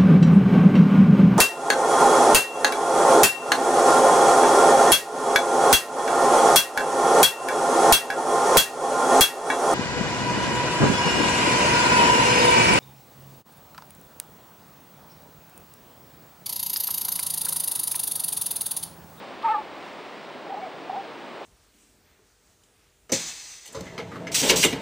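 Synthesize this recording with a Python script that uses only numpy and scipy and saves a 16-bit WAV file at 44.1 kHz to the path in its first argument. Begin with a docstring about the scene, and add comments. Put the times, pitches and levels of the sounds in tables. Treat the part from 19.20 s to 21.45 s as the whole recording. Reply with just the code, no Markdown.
"""Two fur seals squabble on coastal rocks, over a steady wash of surf and faint wind. One yelps with two voice
tones at once, which beat and mix, and its wet mouth clicks. Two softer, lower whimpers follow, made of voice
pulses that set the throat ringing. A flipper scuffs the stone, and the rocks give each seal sound a short echo.
Left and right sound almost the same, with a faint high whine throughout."""
import sys
import numpy as np
from scipy import signal
from scipy.fft import rfft, irfft, next_fast_len
from scipy.io import wavfile
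from scipy.ndimage import uniform_filter1d, map_coordinates

SR = 44100
rng = np.random.default_rng(int(sys.argv[2]) if len(sys.argv) > 2 else 0)


def bounce(signal):
    """Save signal as a 16-bit WAV file at the path given by the first command-line argument."""
    frames = np.transpose(np.atleast_2d(signal))
    limited = np.clip(frames, -1, 1)
    pcm = np.round(limited * 32767).astype(np.int16)
    wavfile.write(sys.argv[1], SR, pcm)


N = 99225
T = np.arange(N) / SR  # time of each sample [s]


def yelp(flutter_db=1.9, rasp_db=-23.5):
    """Two gliding voice tones mix, making new tones at sums and differences of their pitches."""
    # the lower voice tone (time [s], pitch [Hz], level [dB])
    low_tone = [(.24, 894.6, -37), (.246, 908.6, -24), (.26, 921.7, -20), (.281, 880.5, -25.7),
                (.297, 837.3, -21), (.317, 887, -21.3), (.329, 897, -27), (.338, 890, -41),
                (.346, 860, -22.3), (.36, 812, -28.5), (.369, 848, -25.3), (.378, 828, -38),
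                (.385, 870, -25.3), (.4, 860, -32), (.409, 842, -43), (.422, 837, -38)]
    # the upper voice tone (time [s], pitch [Hz], level [dB])
    high_tone = [(.233, 1135, -36), (.244, 1290, -37), (.26, 1289, -36), (.273, 1125, -33),
                 (.287, 1270, -28.7), (.309, 1347, -34.5), (.323, 1283, -30), (.331, 1302, -40),
                 (.341, 1248, -28.3), (.36, 1179, -26), (.378, 1144, -40), (.42, 1100, -49)]
    # the overtone one octave above the lower tone (time [s], level [dB])
    octave_tone = [(.25, -45), (.295, -61), (.336, -36.5), (.362, -48)]
    # what each new tone is made of (lower pitch [multiple], upper pitch [multiple])
    mixes = [(1, 1), (0, 2), (-1, 2), (2, -1)]
    # how strongly the two tones mix (time [s], gain [dB])
    mixing = [(.265, -3), (.293, 4), (.32, -4)]
    # how the open mouth shapes the new tones (frequency [Hz], gain [dB])
    mouth = [(650, -32.5), (1650, -20), (2020, -42), (2160, -17), (2380, -26.5), (2650, -21)]
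    # tone colour of the rasp (frequency [Hz], relative level [dB])
    rasp_colour = [(300, -23), (1200, 2), (2500, -1.5), (4000, -8), (6000, -30), (8300, -21.5),
                   (11000, -43), (13600, -31.5), (15500, -47)]
    low_hz, low_db = curves(low_tone)
    high_hz, high_db = curves(high_tone)
    octave_db = curves(octave_tone)[0]
    low_phase = cycle(low_hz, jitter=0.0056, rate=330)
    high_phase = cycle(high_hz, jitter=0.011, rate=300)
    low_gain = gate(low_tone) * amp(low_db + 0.31 * wobble(350))
    high_gain = gate(high_tone) * amp(high_db + flutter_db * wobble(260))
    octave_gain = gate(octave_tone) * amp(octave_db + 1.5 * wobble(198))
    mix_gain = np.sqrt(low_gain * high_gain) * amp(curves(mixing)[0])
    tones = low_gain * np.sin(low_phase) + high_gain * np.sin(high_phase)
    tones += octave_gain * np.sin(2 * low_phase)
    for m, n in mixes:
        mouth_gain = amp(along(mouth, m * low_hz + n * high_hz))
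        tones += mix_gain * mouth_gain * np.sin(m * low_phase + n * high_phase)
    beating = 1 + np.cos(high_phase - low_phase)  # peaks when the two tones are in step
    rasp = amp(rasp_db) * low_gain * beating * noise(rasp_colour)
    return np.sqrt(2) * tones + rasp


def whimpers():
    """A long whimper, then a shorter, raspier one."""
    # the voice in each whimper (time [s], pitch [Hz], level [dB])
    long_call = [(1.262, 160, -48), (1.275, 162.4, -38), (1.287, 179.7, -46.5), (1.305, 194.6, -33),
                 (1.316, 190, -39), (1.327, 209.4, -30), (1.335, 196.7, -39), (1.346, 187.3, -28.5),
                 (1.362, 189.3, -49), (1.372, 207.7, -32.5), (1.395, 212.5, -37.5), (1.416, 250, -42),
                 (1.438, 255, -30.5), (1.453, 251, -41), (1.471, 217, -36.5), (1.482, 208, -50)]
    short_call = [(1.692, 187, -44), (1.7, 192, -21.5), (1.706, 184.4, -36), (1.712, 186.3, -31),
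                  (1.718, 185.8, -48), (1.726, 190, -48), (1.731, 196.2, -31.5), (1.745, 207.5, -32.5),
                  (1.758, 229.4, -36), (1.767, 250.3, -30.5), (1.776, 259, -28.3), (1.807, 267.4, -37),
                  (1.822, 264, -49)]
    return whimper(long_call, rasp_db=-18) + whimper(short_call, rasp_db=-15)


def whimper(call, rasp_db, ring_hz=807, ring_half_width_hz=85, ease_s=0.0039):
    """Low voice pulses ring the throat; each overtone swells as it glides past the ringing pitch."""
    # how the throat shapes the voice (frequency [Hz], relative gain [dB])
    throat = [(150, -11), (400, -20), (620, -5), (770, 16), (850, 11), (980, -12), (1250, -9), (1700, -24),
              (6000, -58)]
    # the mouth's opening scales the throat's frequencies, ring_hz too (time [s], scale [factor])
    opening = [(1.39, 1.018), (1.403, .84), (1.435, 1), (1.475, .84), (1.69, 0.995), (1.755, 1.02)]
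    pitch_hz, level_db = curves(call)
    phase = cycle(pitch_hz, jitter=0.0079, rate=220)
    harmonics = np.arange(1, 21)[:, None]  # whole multiples of the pitch
    throat_hz = harmonics * pitch_hz / curves(opening)[0]
    gains = amp(along(throat, throat_hz))
    lags = np.arctan((throat_hz - ring_hz) / ring_half_width_hz)  # make each pulse ring on
    pulses = (gains * np.cos(harmonics * phase - lags)).sum(0)
    voice = np.sqrt(2) * pulses / np.linalg.norm(gains, axis=0)
    rasp = amp(rasp_db) * (1 + np.cos(phase)) * noise(throat)
    loudness = uniform_filter1d(gate(call) * amp(level_db), size=int(ease_s * SR) + 1)
    return loudness * (voice + rasp) + gate(call) * nasal_tone(phase)


def nasal_tone(phase, harmonic=9, peak_s=1.437, half_length_s=0.028, peak_db=-49.5):
    """One overtone swells and fades as the long whimper turns nasal at its highest pitch."""
    swell = np.exp(-((T - peak_s) / half_length_s) ** 2)
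    return np.sqrt(2) * amp(peak_db) * swell * np.sin(harmonic * phase)


def flipper_scuff():
    """A flipper rubs the rock, making one dull puff of noise."""
    # the rub (start [s], level [dB], fade time [s])
    scuffs = [(2.207, -38.5, 0.037)]
    # its tone colour (frequency [Hz], relative level [dB])
    colour = [(150, -35.5), (500, 6.5), (1000, 2.5), (3000, -50)]
    return puffs(scuffs, colour, attack_s=0.0021)


def mouth_clicks():
    """The wet mouth clicks just before the yelp and once during it."""
    # the clicks (start [s], level [dB], fade time [s])
    clicks = [(.223, -40, 0.0076), (.309, -47.5, .008)]
    # their tone colour (frequency [Hz], relative level [dB])
    colour = [(800, -3.5), (3800, 17.5), (6000, -7), (9000, -8), (15000, -18.5)]
    return puffs(clicks, colour, attack_s=0.0011)


def rock_echo(sound, echo_db=-16):
    """The rocks scatter the sound back as a short, blurred echo."""
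    # how long the echo lasts (frequency [Hz], time to fade by 60 dB [s])
    fade_times = [(200, 0.13), (1000, 0.42), (8000, 0.27)]
    hz, age_s, bands = signal.stft(rng.standard_normal(SR // 3), SR, nperseg=256)
    fade = amp(-60 * age_s / along(fade_times, hz)[:, None])
    tail = signal.istft(bands * fade, SR, nperseg=256)[1]
    return amp(echo_db) * signal.fftconvolve(sound, tail / np.linalg.norm(tail))[:N]


def surf(level_db=-39.5, patchy_db=0.3, hiss_hz=2400):
    """Water makes an even wash of noise with faint shifting patches and one clear swell of hiss."""
    # tone colour of the water (frequency [Hz], relative level [dB])
    colour = [(25, -46.5), (70, -40), (105, -15.5), (135, -9.5), (200, -5.5), (270, -1), (400, -0.5),
              (650, -1), (1000, -3.5), (1500, -9.5), (2200, -11), (3700, -17), (5000, -23.5), (6500, -32.5),
              (8000, -33.5), (10000, -42.5), (13000, -48), (15400, -48.5)]
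    # how far the hiss is turned up or down (time [s], gain [dB])
    hiss_swell = [(.1, 0.5), (.5, -1.5), (.66, 2.5), (.73, 1.3), (1.35, -0.74), (1.95, 0.5)]
    bands = signal.stft(noise(colour), nperseg=512)[2]
    patches = uniform_filter1d(rng.standard_normal(bands.shape), size=8, axis=0)  # blur in frequency
    patches = uniform_filter1d(patches, size=24, axis=1)  # blur in time
    bands *= amp(patchy_db * unit(patches))
    wash = unit(signal.istft(bands, nperseg=512)[1][:N])
    hiss = filtered(wash, lambda hz: hz ** 2 / (hz ** 2 + hiss_hz ** 2))
    body = wash - hiss
    return amp(level_db) * (body + amp(curves(hiss_swell)[0]) * hiss)


def wind(gust_db=7):
    """Wind on the microphone makes a faint, uneven rumble."""
    # the wind dying down (time [s], level [dB])
    strength = [(0.5, -69), (1.4, -83.5)]
    # tone colour of the rumble (frequency [Hz], relative level [dB])
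    colour = [(20, -10), (80, 0.5), (300, -38)]
    return amp(curves(strength)[0] + gust_db * wobble(14)) * noise(colour)


def amp(db):
    """Turn decibels into a number to multiply by."""
    return 10 ** (np.asarray(db) / 20)


def unit(x):
    """Scale a signal to an average (rms) size of 1."""
    return x / np.sqrt(np.mean(x ** 2) + 1e-20)


def along(points, hz):
    """Read a (frequency, value) table at hz, on a log frequency scale."""
    point_hz, values = np.transpose(points)
    return np.interp(np.log(hz + 1), np.log(point_hz + 1), values)


def curves(rows):
    """Join a table's points over time, giving one curve for each column after the first."""
    times, *columns = np.transpose(rows)
    return [np.interp(T, times, column) for column in columns]


def gate(rows, edge_s=0.0042):
    """Switch a voice on from the first row's time to the last, with a quick fade at each end."""
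    inside_s = np.minimum(T - rows[0][0], rows[-1][0] - T)
    return np.clip(1 + inside_s / edge_s, 0, 1)


def wobble(rate):
    """A smooth curve through `rate` random values a second."""
    return map_coordinates(rng.standard_normal(8192), [T * rate], mode="wrap")


def cycle(hz, jitter, rate):
    """The phase (running angle) of a tone whose pitch trembles by about the fraction `jitter`."""
    return 2 * np.pi * np.cumsum(hz * (1 + jitter * wobble(rate))) / SR


def filtered(x, response):
    """Multiply each frequency in x by response(hz)."""
    size = next_fast_len(N + SR // 2)
    hz = np.fft.rfftfreq(size, 1 / SR)
    return irfft(rfft(x, size) * response(hz), size)[..., :N]


def noise(colour):
    """Noise with the given tone colour and an average size of 1."""
    return unit(filtered(rng.standard_normal(N), lambda hz: amp(along(colour, hz))))


def puffs(rows, colour, attack_s):
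    """Brief bursts of noise that rise fast and die away."""
    loudness = np.zeros(N)
    for start_s, db, fade_s in rows:
        age_s = np.maximum(T - start_s, 0)
        loudness += amp(db) * (1 - np.exp(-age_s / attack_s)) * np.exp(-age_s / fade_s)
    return loudness * noise(colour)


def scene():
    """Seals, their echo, surf and wind, all straight ahead."""
    seals = yelp() + whimpers() + flipper_scuff() + mouth_clicks()
    mono = seals + rock_echo(seals) + surf() + wind()
    return np.array([mono, mono])


def record(dry, whine_hz=15625, whine_db=-75, top_hz=15800):
    """The left microphone cuts more bass; a faint high whine is added, and the recorder keeps nothing above
    top_hz."""
    # how much weaker the left side is than the right (frequency [Hz], gain [dB])
    left_loss = [(50, -5), (130, -2), (290, 0)]
    # how far the bass cut puts the left wave ahead of the right (frequency [Hz], phase [radians])
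    left_lead = [(60, 2.5), (130, 1.37), (300, 0.48), (2000, 0)]

    def microphones(hz):
        """Give each side half of the left-right contrast, in opposite directions."""
        left_over_right = amp(along(left_loss, hz)) * np.exp(1j * along(left_lead, hz))
        return left_over_right ** np.array([[0.5], [-0.5]])

    whine = np.sqrt(2) * amp(whine_db) * np.sin(2 * np.pi * whine_hz * T)
    return filtered(filtered(dry, microphones) + whine, lambda hz: hz < top_hz)


dry = scene()
out = record(dry)
bounce(out)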